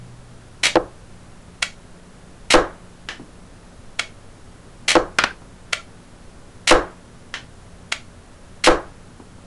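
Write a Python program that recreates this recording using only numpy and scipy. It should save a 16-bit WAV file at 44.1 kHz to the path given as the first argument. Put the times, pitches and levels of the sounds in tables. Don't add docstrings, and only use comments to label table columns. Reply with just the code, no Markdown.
import sys
import numpy as np
from scipy import signal
from scipy.fft import rfft, irfft
from scipy.io import wavfile
from scipy.ndimage import uniform_filter1d

SR = 44100
rng = np.random.default_rng(int(sys.argv[2]) if len(sys.argv) > 2 else 0)


def digitize_waveform(pressure):
    field = np.atleast_2d(pressure).T
    bounded = np.clip(field, -1, 1)
    quanta = np.round(bounded * 32767).astype(np.int16)
    wavfile.write(sys.argv[1], SR, quanta)


N = 417186
T = np.arange(int(.6 * SR)) / SR


def gain_of(db):
    return 10 ** (np.asarray(db) / 20)


def evened(x):
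    return x / np.sqrt(np.mean(x ** 2) + 1e-20)


def sized(x):
    return x / np.sqrt(np.sum(x ** 2) / (.005 * SR))


def read(points, hz):
    f, value = np.transpose(points)
    return np.interp(np.log(hz + 1), np.log(f + 1), value)


def add(mix, s, sound):
    part = mix[round(s * SR):][:len(sound)]
    part += sound[:len(part)]


def fade(t60):
    return np.exp(-np.log(1000) * T / t60)


def colour(x, points, tilt_db=0):
    hz = abs(np.fft.fftfreq(4096, 1 / SR))
    octaves = np.log2(np.maximum(hz, 200) / 2000)
    log_gain = np.log(gain_of(read(points, hz) + tilt_db * octaves))
    taps = np.fft.ifft(np.exp(np.conj(signal.hilbert(log_gain)))).real
    return signal.fftconvolve(x, taps[:len(taps) // 2])[:len(x)]


def resonate(x, modes, pitch=1):
    out = x
    for hz, width, db in modes:
        out = out + gain_of(db) * signal.lfilter(*signal.iirpeak(hz * pitch, hz / width, SR), x)
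    return out


def chatter(t60, rise=0.00031, count=4):
    envelope = (fade(t60) * (1 - np.exp(-(T / rise) ** 2)))[:4096]
    x = rng.standard_normal(len(envelope)) * envelope
    for _ in range(count):
        flat = irfft(np.exp(1j * np.angle(rfft(x))))
        x = flat * np.sqrt(envelope)
    return x


# frequency in Hz, t60 in s.
ROOM_DECAY = [(150, 0.71), (500, 0.36), (1400, 0.24), (3500, 0.25), (6000, 0.26), (10000, 0.2)]


def room(x, onset=0.00063, closing=0.19):
    hz, t, z = signal.stft(rng.standard_normal(len(T)), SR, nperseg=256)
    decay = np.exp(-np.log(1000) * t / read(ROOM_DECAY, hz)[:, None])
    tail = signal.istft(z * decay, SR, nperseg=256)[1][:len(T)]
    tail *= (1 - np.exp(-(T / onset) ** 2)) * np.exp(-(T / closing) ** 2)
    return signal.oaconvolve(x, tail / np.linalg.norm(tail))[:len(x)]


def plastic(rows, spectrum, modes, rattle_t60, rise, detune):
    out = np.zeros(N)
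    for s, db, tilt_db in rows:
        spot = rng.uniform(-1, 1)
        blow = resonate(chatter(rattle_t60, rise), modes, 1 + detune * spot)
        add(out, s - rise / 2, gain_of(db) * sized(colour(blow, spectrum, tilt_db)))
    return out


# snap time in seconds, snap level in dB,
# brightness in dB per octave, travel time in seconds, slam at the stop in dB above the snap.
SHOTS = [(0.6347, -11.5, -1.5, 0.02, 2.5), (2.505, -11, -1.5, 0.017, 0.5), (4.882, -12, -1.5, 0.022, 2.5),
         (6.675, -11, -1, .0195, 1.5), (8.641, -13, -1.5, .02, 3)]
SLIP_S, SLIP_DB = .003, -10
STUD_DB, STUD_SPREAD_DB, STUD_JITTER, STUD_TILT_DB = -4, 2.5, .2, 1.5
BOUNCE_S, BOUNCE_DB, BOUNCE_TILT_DB = .0115, -3.5, -0.5


def slide_blows(count=3):
    for s, db, tilt_db, travel_s, slam_db in SHOTS:
        yield s - SLIP_S, db + SLIP_DB, tilt_db
        yield s, db, tilt_db
        for k, (early, hard) in enumerate(rng.uniform(-1, 1, (count, 2))):
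            way = (k + 1 + STUD_JITTER * early) / (count + 1)
            yield s + way * travel_s, db + STUD_DB + STUD_SPREAD_DB * hard, tilt_db + STUD_TILT_DB
        for k in range(count):
            yield s + travel_s + k * BOUNCE_S, db + slam_db + k * k * BOUNCE_DB, tilt_db + k * BOUNCE_TILT_DB


# frequency in Hz, relative level in dB.
SLIDE_COLOUR = [(100, -22.5), (400, -9.5), (1000, -7), (1500, -3), (2100, 6.5), (3100, 2.5), (5000, -1.5),
                (7500, -1), (10500, -7)]
# nominal frequency in Hz, width in Hz, relative level in dB.
GUN_MODES = [(666, 310, -6.5), (1390, 300, -3.5), (1890, 190, -11), (2150, 300, -5.5), (2660, 50, -12),
             (3040, 72, 7.5), (3340, 63, -1), (4130, 230, 6), (5560, 220, 1)]


def slide_rattle():
    return plastic(slide_blows(), SLIDE_COLOUR, GUN_MODES, rattle_t60=0.05, rise=.001, detune=0.094)


# time in seconds, level in dB, brightness in dB per octave.
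TRIGGER = [(1.626, -10.5, 1.5), (3.994, -12.5, 0), (5.7305, -11.5, 0), (7.9224, -13.5, .5)]
SCRAPE_S, SCRAPE_DB, SEAT_S, SEAT_DB = .003, -12.5, .0035, -9.5


def trigger_blows(count=3):
    for s, db, tilt_db in TRIGGER:
        for k in range(count):
            yield s - k * SCRAPE_S, db + k * SCRAPE_DB, tilt_db
        yield s + SEAT_S, db + SEAT_DB, tilt_db


# frequency in Hz, relative level in dB.
LEVER_COLOUR = [(100, -32), (400, -13), (950, -9.5), (1400, -4), (2200, -3.5), (3200, -5), (5000, -8.5),
                (7500, -11.5), (10500, -20)]
# nominal frequency in Hz, width in Hz, relative level in dB.
LEVER_MODES = [(636, 210, 2), (1415, 130, 2.5), (1980, 240, 2), (2163, 140, 7), (2650, 74, 4.5),
               (3020, 130, 0.5), (3250, 130, 2), (4000, 200, -6.5), (4340, 200, -6), (6380, 78, -1)]


def trigger_return():
    return plastic(trigger_blows(), LEVER_COLOUR, LEVER_MODES, rattle_t60=0.0258, rise=.0012, detune=0.028)


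def gun(slide_room_db=-6, lever_room_db=-9):
    slide = slide_rattle()
    lever = trigger_return()
    return slide + lever + room(gain_of(slide_room_db) * slide + gain_of(lever_room_db) * lever)


# frequency in Hz, relative level in dB before the tilt.
WALL_MODES = [(183, -8), (293, -6), (320, 0), (342, -4), (366, -2), (412, -7), (444, -7), (498, -1),
              (528, -1), (581, -6), (622, -9), (676, -7), (703, -8), (791, -11), (859, -10), (891, -11),
              (982, -12), (1017, -12), (1052, -9), (1093, -8), (1155, -9), (1262, -11), (1319, -13),
              (1346, -14), (1534, -13), (1567, -12), (1596, -14), (1647, -12), (1876, -15)]
# frequency in Hz, relative level in dB.
WALL_WASH = [(40, 4), (130, -8), (240, -13), (330, 1.5), (520, -0.5), (900, -3), (1200, -2), (1700, -6),
             (2300, -13.5), (4000, -12), (10000, -17)]


def wall_ring(modes_db=4, modes_tilt_db=1, wash_db=1, modes_t60=0.26, wash_t60=0.37):
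    modes = np.zeros(len(T))
    for k, (hz, db) in enumerate(WALL_MODES):
        sign = (-1) ** k
        modes += sign * gain_of(db + modes_tilt_db * np.log2(hz)) * np.sin(2 * np.pi * hz * T)
    wash = colour(rng.standard_normal(len(T)) * fade(wash_t60), WALL_WASH)
    return gain_of(modes_db) * sized(modes * fade(modes_t60)) + gain_of(wash_db) * sized(wash)


# frequency in Hz, width in Hz, relative level in dB.
WALL_KNOCK = [(338, 68, 3.5), (499, 26, 1)]
# frequency in Hz, relative level in dB.
WALL_CRACK = [(100, -20.5), (240, -19), (330, -7), (520, -2), (750, 0.5), (1150, -7.5), (1800, -9.5),
              (3000, -12), (6000, -36), (11000, -39)]
# delay in seconds, level in dB relative to the crack.
WALL_ECHOES = [(.0065, -15), (.012, -7), (.016, -18)]


def wall_crack(crack_db=11):
    crack = np.zeros(len(T))
    for delay, db in [(0.00014, 0)] + WALL_ECHOES:
        knock = resonate(chatter(t60=0.0299), WALL_KNOCK)
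        add(crack, delay, gain_of(crack_db + db) * sized(colour(knock, WALL_CRACK)))
    return crack


# time in seconds, strength in dB, contact time in ms (short is bright),
# after-ring in dB.
STRIKES = [(0.7553, -9.5, 0.94, -5.5), (2.5389, -2.5, 0.5, -1.5), (4.953, -7.5, 0.69, -2.5),
           (6.7098, 0, 0.51, -3), (8.6713, -2.5, 0.57, -1.5)]
# frequency in Hz, relative level in dB.
BRICK_COLOUR = [(100, -8), (300, -5.5), (900, -0.5), (1450, 6), (2300, 0.5), (3300, -3), (5000, -7),
                (7500, -18.5), (10500, -27)]


def wall(tick_db=-5):
    ring = wall_ring()
    crack = wall_crack()
    out = np.zeros(N)
    for s, db, contact_ms, ring_db in STRIKES:
        soften = signal.butter(3, min(1000 / contact_ms, SR / 3), fs=SR)
        add(out, s, gain_of(db) * signal.lfilter(*soften, crack + gain_of(ring_db) * ring))
        tick = sized(colour(chatter(t60=0.039), BRICK_COLOUR))
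        add(out, s, gain_of(db + tick_db) * tick)
    return out


# time in seconds, level in dB, brightness in dB per octave,
# room in dB relative to the direct clack, pitch as a factor on its resonances and colour.
CLACKS = [(3.0862, -23, -1, 0, 1.2), (3.103, -37, 0, 6, 1.2), (5.185, -3, 0, -9.5, 0.963),
          (5.237, -4.5, -1.5, -13, .97), (7.3389, -23.5, 0, 2, 1.22)]
# frequency in Hz, width in Hz, relative level in dB.
BRICK_MODES = [(1480, 58, 0), (2544, 180, 1.5), (3450, 27, -16), (4370, 150, -8)]


def rebounds():
    out = np.zeros(N)
    for s, db, tilt_db, room_db, pitch in CLACKS:
        ringing = resonate(chatter(t60=0.046, rise=0.00095), BRICK_MODES, pitch)
        shifted_colour = np.multiply(BRICK_COLOUR, (pitch, 1))
        clack = np.zeros(len(T))
        add(clack, 0, sized(colour(ringing, shifted_colour, tilt_db)))
        add(out, s, gain_of(db) * (clack + gain_of(room_db) * room(clack)))
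    return out


# start in seconds, length in seconds, resonance in Hz, level in dB.
RING_ONS = [(5.198, .035, 1550, -39), (5.258, 0.06, 1555, -33.5), (5.763, .047, 1366, -43)]


def rough_ringing(sharpness=80, pulses_per_s=450, fall_db_per_s=40):
    out = np.zeros(N)
    for start, length, hz, db in RING_ONS:
        t = np.arange(0, max(length, .01), 1 / SR)
        drive = rng.standard_normal(len(t)) * (rng.random(len(t)) < pulses_per_s / SR)
        drive += 0.028 * rng.standard_normal(len(t))
        ring = signal.lfilter(*signal.iirpeak(hz, sharpness, SR), drive) * gain_of(-fall_db_per_s * t)
        add(out, start, gain_of(db) * evened(ring) * signal.windows.tukey(len(t), .2))
    return out


# time in seconds, level in dB, brightness in dB per octave.
THUDS = [(3.195, -32.5, -3), (3.215, -42, -3), (5.417, -41.5, 2.5), (9.196, -35.5, 1.5), (9.379, -44, 2)]
# frequency in Hz, relative level in dB.
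CARPET_COLOUR = [(40, -42), (150, 3), (320, -4), (550, -9), (1000, -6), (2000, -29), (8000, -45)]
# frequency in Hz, width in Hz, relative level in dB.
FLOOR_MODES = [(327, 110, 6)]


def carpet(room_db=-4):
    out = np.zeros(N)
    for s, db, tilt_db in THUDS:
        landing = resonate(chatter(t60=0.048, rise=0.0017), FLOOR_MODES)
        add(out, s, gain_of(db) * sized(colour(landing, CARPET_COLOUR, tilt_db)))
    return out + gain_of(room_db) * room(out)


# frequency in Hz, relative density in dB per Hz.
HISS_SPECTRUM = [(9, 1.5), (32, -1.5), (58, -8), (122, -7), (144, -13.5), (175, -6.5), (201, -13.5),
                 (280, -13), (312, -17.5), (369, -15), (558, -18.5), (900, -22), (1450, -23.5),
                 (2200, -29.5), (5000, -34), (11000, -36), (14300, -101)]
HISS_DB = -43
# frequency in Hz, rms level in dB.
HUM = [(86.1, -56.5), (118.4, -60.5), (177.6, -56.5), (236.9, -60), (565.2, -65.5)]
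DRONE_DB, DRONE_HOLD_S, DRONE_FALL_DB_PER_S = -39.5, .15, 20


def background(waver=0.48, drone_hz=121):
    t, hz = np.arange(N) / SR, np.fft.rfftfreq(N, 1 / SR)
    white = rng.standard_normal(N)
    hiss = evened(irfft(rfft(white) * gain_of(read(HISS_SPECTRUM, hz)), N))
    knots = np.linspace(0, t[-1], num=40)

    def tone(f):
        drift = 1 + waver * (rng.standard_normal(len(knots)) + 1j * rng.standard_normal(len(knots)))
        return evened((np.interp(t, knots, drift) * np.exp(2j * np.pi * f * t)).real)

    hum = sum(gain_of(db) * tone(f) for f, db in HUM)
    drone_db = DRONE_DB - DRONE_FALL_DB_PER_S * np.maximum(t - DRONE_HOLD_S, 0)
    return gain_of(HISS_DB) * hiss + hum + gain_of(drone_db) * tone(drone_hz)


def scene():
    return (gun() + wall() + rebounds() + rough_ringing() + carpet() + background())[None]


def record(dry, knee=6, heavy=0.93, sag=1.75, recover_hz=17, edge_hz=11250):
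    rail = .51
    overload = uniform_filter1d(1. * (abs(dry) > heavy), int(.012 * SR)) ** 2
    bias = sag * signal.lfilter(*signal.butter(2, recover_hz, fs=SR), overload)
    limit = np.where(dry > 0, rail, np.maximum(rail - bias, .1))
    clipped = dry / (1 + abs(dry / limit) ** knee) ** (1 / knee) - bias
    lowpass = signal.firwin(255, edge_hz, window=("kaiser", 8), fs=SR)
    return signal.oaconvolve(clipped, lowpass[None], "same")


dry = scene()
out = record(dry)
digitize_waveform(out)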